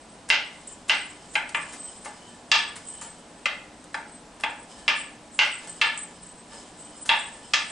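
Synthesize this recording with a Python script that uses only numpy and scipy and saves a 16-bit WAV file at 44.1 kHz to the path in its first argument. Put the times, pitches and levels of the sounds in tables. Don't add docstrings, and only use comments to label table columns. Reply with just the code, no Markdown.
import sys
import numpy as np
from scipy import signal
from scipy.fft import rfft, irfft, next_fast_len
from scipy.io import wavfile
from scipy.ndimage import uniform_filter1d, map_coordinates

SR = 44100
rng = np.random.default_rng(int(sys.argv[2]) if len(sys.argv) > 2 else 0)


def store_pcm(level_fs):
    pcm = np.round(np.clip(level_fs, -1, 1) * 32767).astype(np.int16)
    wavfile.write(sys.argv[1], SR, np.atleast_2d(pcm).T)


N = 340011

# (frequency [Hz], relative level [dB])
FAN_RUSH = [(20, -13), (50, -4), (75, -8), (140, -6.5), (240, 0.5), (350, -5.5), (700, -4.5), (1260, -12),
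            (2300, -16), (8000, -22), (11000, -29.5)]
# (frequency [Hz], width [Hz], relative level [dB])
HOUSING_DRONES = [(172.8, 4.2, 4.5), (245.2, 4.3, 0.5), (300, 1.27, 11), (660, 6, -6), (843, 3.2, 4),
                  (983, 4.1, 2.5)]

# (time [s], relative level [dB], length [s])
HERB_RUSTLES = [(.53, -49, 0.17), (1.1, -48, 0.15), (1.61, -44.5, 0.29), (2.1, -49.5, 0.22),
                (2.78, -47, 0.29), (4.71, -43.5, 0.026), (5.62, -42, 0.091), (6.1, -53, 0.17),
                (6.53, -42, 0.048), (6.8, -50, 0.3), (7.28, -47, 0.5)]
# (frequency [Hz], relative level [dB])
LEAF_COLOUR = [(300, -0.5), (900, 6), (2000, -10), (3300, -2.5), (6200, -5), (8400, 3.5), (11000, -19.5)]
# (frequency [Hz], width [Hz], relative level [dB])
SQUEAK_MODES = [(1746, 25, 3), (3043, 56, 1), (5110, 44, -1.5)]
RUSTLE_ATTACK_S, RUSTLE_RELEASE_S = 0.085, 0.16
FIDGET_DB = -61

# (frequency [Hz], width [Hz], relative level [dB])
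BLADE_MODES = [(7200, 16, -20), (7286, 11.5, -11.5), (8060, 26, -21), (8097, 24, -2.8), (8100, 26, -22)]
# (time [s], relative level [dB], length [s])
BLADE_WIPES = [(.69, -40, 0.021), (1.3, -49, 0.085), (1.565, -42, 0.023), (1.8, -45.5, 0.21),
               (2.01, -48, 0.095), (2.3, -52.5, 0.096), (2.875, -44, 0.08), (3.02, -43.5, 0.042),
               (3.955, -44, 0.021), (5.35, -42.5, 0.03), (5.68, -45, 0.25), (5.975, -45, 0.14),
               (6.23, -47.5, 0.088), (6.795, -43.5, 0.065), (6.97, -48, 0.13), (7.3, -49.5, 0.15)]
# (time [s], level [dB], lift of its lower modes [dB])
BLADE_SLIPS = [(0.6737, -33, -6), (2.8857, -30, -9), (2.904, -33, -8), (3.0128, -34, 6), (5.6957, -32, -3),
               (5.9762, -26, -0.5)]
LIFT_AFTER_S, LIFT_S = 0.067, 0.13
RUB_ATTACK_S, RUB_RELEASE_S = 0.039, 0.048
HELD_DB = -59

# (time [s], level [dB], length [s])
GARLIC_SNAPS = [(0.286, -21, 0.025), (0.88, -23, 0.042), (1.337, -26.5, 0.039), (1.491, -22, 0.0088),
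                (1.723, -24.5, 0.039), (2.046, -25, 0.035), (2.755, -24, 0.035), (3.013, -25, 0.045),
                (3.841, -29, 0.004), (4.397, -31, 0.035), (5.673, -24.5, 0.0093), (7.052, -25, 0.062)]
# (frequency [Hz], relative level [dB])
CRACK_COLOUR = [(200, -4.5), (1500, -4.5), (3000, -10.5), (6000, -9), (9000, -4), (11000, -17.5)]

# (time [s], relative level [dB], contact corner [Hz], low thud [dB],
# place along the board, place across it [both 0 at the centre of the cutting area, +-1 at its edges],
# tip's lead over the heel [ms], tip's gain relative to the heel [held to 0-1],
# relative level of the rub as the blade lifts out [dB])
KNIFE_BLOWS = [(0.3009, 3.5, 5070, -3, -0.47, -0.22, 0.33, 0.08, -78),
               (0.894, 1.5, 4890, -2.2, -0.52, -0.04, 1.46, -1.8, -44),
               (1.353, -2, 2600, -2.5, -0.19, -0.43, 1.24, 0.34, -56),
               (1.545, -6.5, 2920, 1, 0.05, 0.58, 2, 0.26, -49.5),
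               (2.515, 3.5, 6150, -1.5, 0.76, 0.021, 1.1, 0.13, -47),
               (3.456, -8, 4720, 1.5, -0.74, 0.5, 1.55, 0.54, -56),
               (3.9422, -8, 1900, 1, 0.14, -0.43, 1.23, 0.28, -64),
               (4.4351, -7.5, 3020, 7, 0.25, -0.28, 1.15, 0.3, -52),
               (4.879, 1, 4680, -3, 0.3, 0.54, 0.37, 0.2, -45.5),
               (5.3891, 2, 5300, 0, -0.79, -0.15, 0.847, 0.18, -44.5),
               (5.8136, 2.5, 4200, -4, 0.33, 0.22, 2.26, 0.34, -51),
               (7.091, 3.5, 2960, 1, 0.65, -0.51, 1.12, 0.38, -44.5),
               (7.5346, -0.2, 6550, -4, 0.44, 0.071, 1.56, 0.16, -42)]
# (frequency [Hz], width [Hz], strength at the centre [dB],
# change per unit of place along [dB], change per unit of place across [dB])
BOARD_MODES = [(590, 75, 2.5, -4.5, 1), (708, 110, -1.3, -0.5, 0), (840, 50, 6, -2, -4.5),
               (914, 65, 5.5, 5.5, -2), (1107, 120.0, 7, -1.0, 8), (1177, 130, 12.5, 5.5, 6),
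               (1401, 170, 5.5, -2, -0.5), (1510, 164.0, 1.3, -8.5, -6), (1612, 60, 6.5, -5, -1.4),
               (1731, 117, 8.5, 6, 8.5), (2040, 167, 6.5, -6, -1), (2114, 125, 5, -5, -3),
               (2284, 110, 0.2, 3.6, 2), (2408, 107, 2, 0.5, 5.5), (2740, 320, -5, 11, 5),
               (2810.0, 370, -6, -17.5, -8.5), (3092.0, 290, -2.2, -4, -3.0), (3360, 300, -2.0, 14.5, -8),
               (3940, 500, -2.5, 8.8, -20.5), (4910, 660, 0, 7.5, -11)]
# (frequency [Hz], relative level [dB])
WOOD_COLOUR = [(150, -26.5), (400, -15), (700, -9.5), (950, -7.5), (1050, -17.5), (1300, -10.5), (1900, -6),
               (2600, 0), (3600, -4.5), (5000, -7.5), (6400, -4.5), (9000, -6.5), (11000, -21)]
# (frequency [Hz], relative level [dB])
LASTING_MODES = [(832, -53), (912, -51.5), (1195, -59.5), (1745, -51), (2750, -46), (3420, -52.5)]
AFTER_RING_T60_S = 0.27

# (time [s], relative level [dB], place along the board [+-1])
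BLADE_TAPS = [(2.058, -18.5, -0.35), (3.015, -29, 1), (4.4, -34, 0.74), (6.522, -31, 0.3)]

# (frequency [Hz], side over mid [dB])
DIFFUSE_WIDTH = [(60, -19), (140, -23), (340, -16.5), (820, -10.5), (2000, -7.5), (11000, -9.5)]
# (frequency [Hz], time to fall by 60 dB [s])
KITCHEN_T60 = [(300, 0.31), (800, 0.47), (2100, 0.44), (5500, 0.37), (10000, 0.17)]
CEILING_S, CEILING_DB = 0.0072, -6
ROOM_RISE_S = 0.0023
SHADOW_HZ = 1090
TOP_HZ = 11120


def amp(db):
    return 10 ** (np.asarray(db) / 20)


def unit(x):
    return x / np.sqrt(np.mean(x ** 2) + 1e-20)


def along(points, hz):
    f, v = np.transpose(points)
    return np.interp(np.log(hz + 1), np.log(f + 1), v)


def wobble(rate):
    knots = rng.standard_normal(int(N * rate / SR) + 4)
    return map_coordinates(knots, [np.arange(N) * rate / SR])


def filtered(x, response):
    n = x.shape[-1]
    m = next_fast_len(n + SR // 4)
    return irfft(rfft(x, m) * response(np.fft.rfftfreq(m, 1 / SR)), m)[..., :n]


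def causal(response, size=8192):
    gain = np.maximum(response(np.fft.rfftfreq(size, 1 / SR)), 1e-6)
    cepstrum = irfft(np.log(gain))
    cepstrum[1:size // 2] *= 2
    cepstrum[size // 2 + 1:] = 0
    return irfft(np.exp(rfft(cepstrum)))


def add(track, s, sound):
    part = track[:, round(s * SR):][:, :sound.shape[1]]
    part += sound[:, :part.shape[1]]


def diffuse(n):
    mid, side = rng.standard_normal((2, n))
    side = filtered(side, lambda hz: amp(along(DIFFUSE_WIDTH, hz)))
    return np.array([mid + side, mid - side])


def room_tail():
    hz, t, z = signal.stft(diffuse(SR * 2 // 3), SR, nperseg=256)
    decay = amp(-60 * t / along(KITCHEN_T60, hz)[:, None])
    tail = signal.istft(z * decay, SR, nperseg=256)[1]
    return tail / np.linalg.norm(tail[0])


def path(tail, near_db, near_t60, room_db):
    t = np.arange(tail.shape[1]) / SR
    scatter = diffuse(len(t)) * amp(-60 * t / near_t60)
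    near = amp(near_db) * scatter / np.linalg.norm(scatter[0])
    near[:, 0] += 1
    near = signal.lfilter(*signal.butter(1, SHADOW_HZ, "high", fs=SR), near)
    far = tail * (1 - np.exp(-t / ROOM_RISE_S))
    far[:, round(CEILING_S * SR)] += amp(CEILING_DB)
    return near + amp(room_db) * far


def ringing(modes, hz):
    return sum(amp(db) * 1j * hz * width / (f * f - hz * hz + 1j * hz * width) for f, width, db in modes)


def strokes(rows, attack_s, release_s, rest_db):
    t = np.arange(N) / SR
    power = amp(rest_db) ** 2
    for s, db, length in rows:
        rise = np.clip(1 + (t - s) / attack_s, 0, 1) ** 2
        fade = np.exp(-np.maximum(t - s - length, 0) / release_s)
        power = power + (amp(db) * rise * fade) ** 2
    return np.sqrt(power)


def rubbed(friction, modes, wander_db):
    total = 0
    for mode in modes:
        tone = filtered(friction, lambda hz: ringing([mode], hz))
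        total = total + tone * amp(wander_db * wobble(13))
    return unit(total)


def appliance(air_db=-49.0, hum_db=-57):
    rush = unit(filtered(diffuse(N), lambda hz: amp(along(FAN_RUSH, hz))))
    drone = unit(filtered(diffuse(N), lambda hz: ringing(HOUSING_DRONES, hz) / (1 + (hz / 1500) ** 4)))
    return amp(air_db) * rush + amp(hum_db) * drone


def herbs(level_db=-5.5, clump_db=2.0, squeak_db=-7):
    crackle = diffuse(N) * amp(clump_db * wobble(700) + wobble(28))
    leaves = unit(filtered(crackle, lambda hz: amp(along(LEAF_COLOUR, hz))))
    squeaks = rubbed(crackle, SQUEAK_MODES, wander_db=4.0)
    picking = strokes(HERB_RUSTLES, RUSTLE_ATTACK_S, RUSTLE_RELEASE_S, FIDGET_DB)
    return picking * amp(level_db) * (leaves + amp(squeak_db) * squeaks)


def blade_pluck(low_db):
    age = np.arange(SR // 5) / SR
    split_hz = np.mean([hz for hz, *_ in BLADE_MODES])
    pluck = 0
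    for hz, width, mode_db in BLADE_MODES:
        tone = np.sin(2 * np.pi * hz * age) * np.exp(-np.pi * width * age)
        pluck = pluck + amp(mode_db + low_db * (hz < split_hz)) * tone
    return pluck


def blade(level_db=-1, wander_db=3.0):
    friction = diffuse(N) * amp(0.97 * wobble(240))
    lifts = [(s + LIFT_AFTER_S, rub_db, LIFT_S) for s, *_, rub_db in KNIFE_BLOWS]
    rubbing = strokes(lifts + list(BLADE_WIPES), RUB_ATTACK_S, RUB_RELEASE_S, HELD_DB)
    flutter_db = 2.2 * wobble(55) + 1.5 * wobble(14)
    out = rubbing * amp(level_db + flutter_db) * rubbed(friction, BLADE_MODES, wander_db)
    for s, db, low_db in BLADE_SLIPS:
        way = path(room_tail(), near_db=-10, near_t60=.03, room_db=-2)
        add(out, s, amp(db) * signal.fftconvolve(blade_pluck(low_db)[None], way, axes=1))
    return out


def snaps(level_db=0, rise_share=0.094):
    out = np.zeros((2, N))
    crack = causal(lambda hz: amp(along(CRACK_COLOUR, hz)), size=512)
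    t = np.arange(SR // 5) / SR
    for s, db, length in GARLIC_SNAPS:
        bursts = unit(rng.standard_normal(len(t)) * amp(9.1 * rng.standard_normal(len(t))))
        bursts = bursts * np.exp(-2 * t / length) * (1 - np.exp(-t / (rise_share * length)))
        way = path(room_tail(), near_db=-7, near_t60=.03, room_db=-4)
        crunch = signal.fftconvolve(np.convolve(bursts, crack)[None], way, axes=1)
        add(out, s, amp(db + level_db) * crunch)
    return out


def board(hz, corner_hz, thud_db, lengthwise, across):
    peaks = 0
    for f, width, db, along_db, across_db in BOARD_MODES:
        strength = amp(db + lengthwise * along_db + across * across_db) ** 2
        peaks = peaks + strength / (1 + (2 * (hz - f) / width) ** 2) ** 2
    contact = np.sqrt(1 / (1 + (hz / corner_hz) ** 10) + amp(-39.5))
    thud = amp(thud_db / (1 + (hz / 1300) ** 4))
    return amp(along(WOOD_COLOUR, hz)) * np.sqrt(1 + 2 * peaks) * contact * thud


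def after_ring(gain, n):
    t = np.arange(n) / SR
    tones = sum(amp(db) * gain(hz) * np.sin(2 * np.pi * hz * t) for hz, db in LASTING_MODES)
    return tones * amp(-60 * t / AFTER_RING_T60_S)


def knock(gain, tail, ring_db):
    spread = filtered(causal(gain), lambda hz: np.exp(-.6j * np.sqrt(hz)))
    way = path(tail, near_db=2.5, near_t60=0.052, room_db=0.5)
    blow = signal.fftconvolve(spread[None], way, axes=1)
    return blow + amp(ring_db) * after_ring(gain, blow.shape[1])


def chops(level_db=17.0, change=0.66):
    out, usual = np.zeros((2, N)), room_tail()
    for s, db, corner_hz, thud_db, lengthwise, across, lead_ms, tip, _ in KNIFE_BLOWS:
        tail = np.cos(change) * usual + np.sin(change) * room_tail()
        struck = knock(lambda hz: board(hz, corner_hz, thud_db, lengthwise, across), tail, ring_db=-1)
        blow = amp(db + level_db) * struck
        add(out, s, np.clip(tip, 0, 1) * blow)
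        add(out, s + lead_ms / 1000, blow)
    return out


def taps(level_db=9, corner_hz=2300, thud_db=17, ring_db=9):
    out = np.zeros((2, N))
    for s, db, lengthwise in BLADE_TAPS:
        touch = knock(lambda hz: board(hz, corner_hz, thud_db, lengthwise, 0), room_tail(), ring_db)
        add(out, s, amp(db + level_db) * touch)
    return out


def scene():
    background = appliance() + herbs()
    knife_work = blade() + snaps() + chops() + taps()
    left_lean = amp([[.25], [-.25]])
    return background + knife_work * left_lean


def record(dry, threshold_db=-16.0, squeeze=0.67, release_db_per_s=280):
    power = np.abs(uniform_filter1d(np.mean(dry ** 2, axis=0), size=110))
    level_db = 10 * np.log10(power + 1e-12)
    excess = squeeze * np.maximum(level_db - threshold_db, 0)
    recovery = release_db_per_s * np.arange(N) / SR
    duck_db = np.maximum.accumulate(excess + recovery) - recovery
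    gain = uniform_filter1d(amp(-duck_db), size=32)
    return filtered(dry * gain, lambda hz: np.clip((TOP_HZ - hz) / 200 + .5, 0, 1))


dry = scene()
out = record(dry)
store_pcm(out)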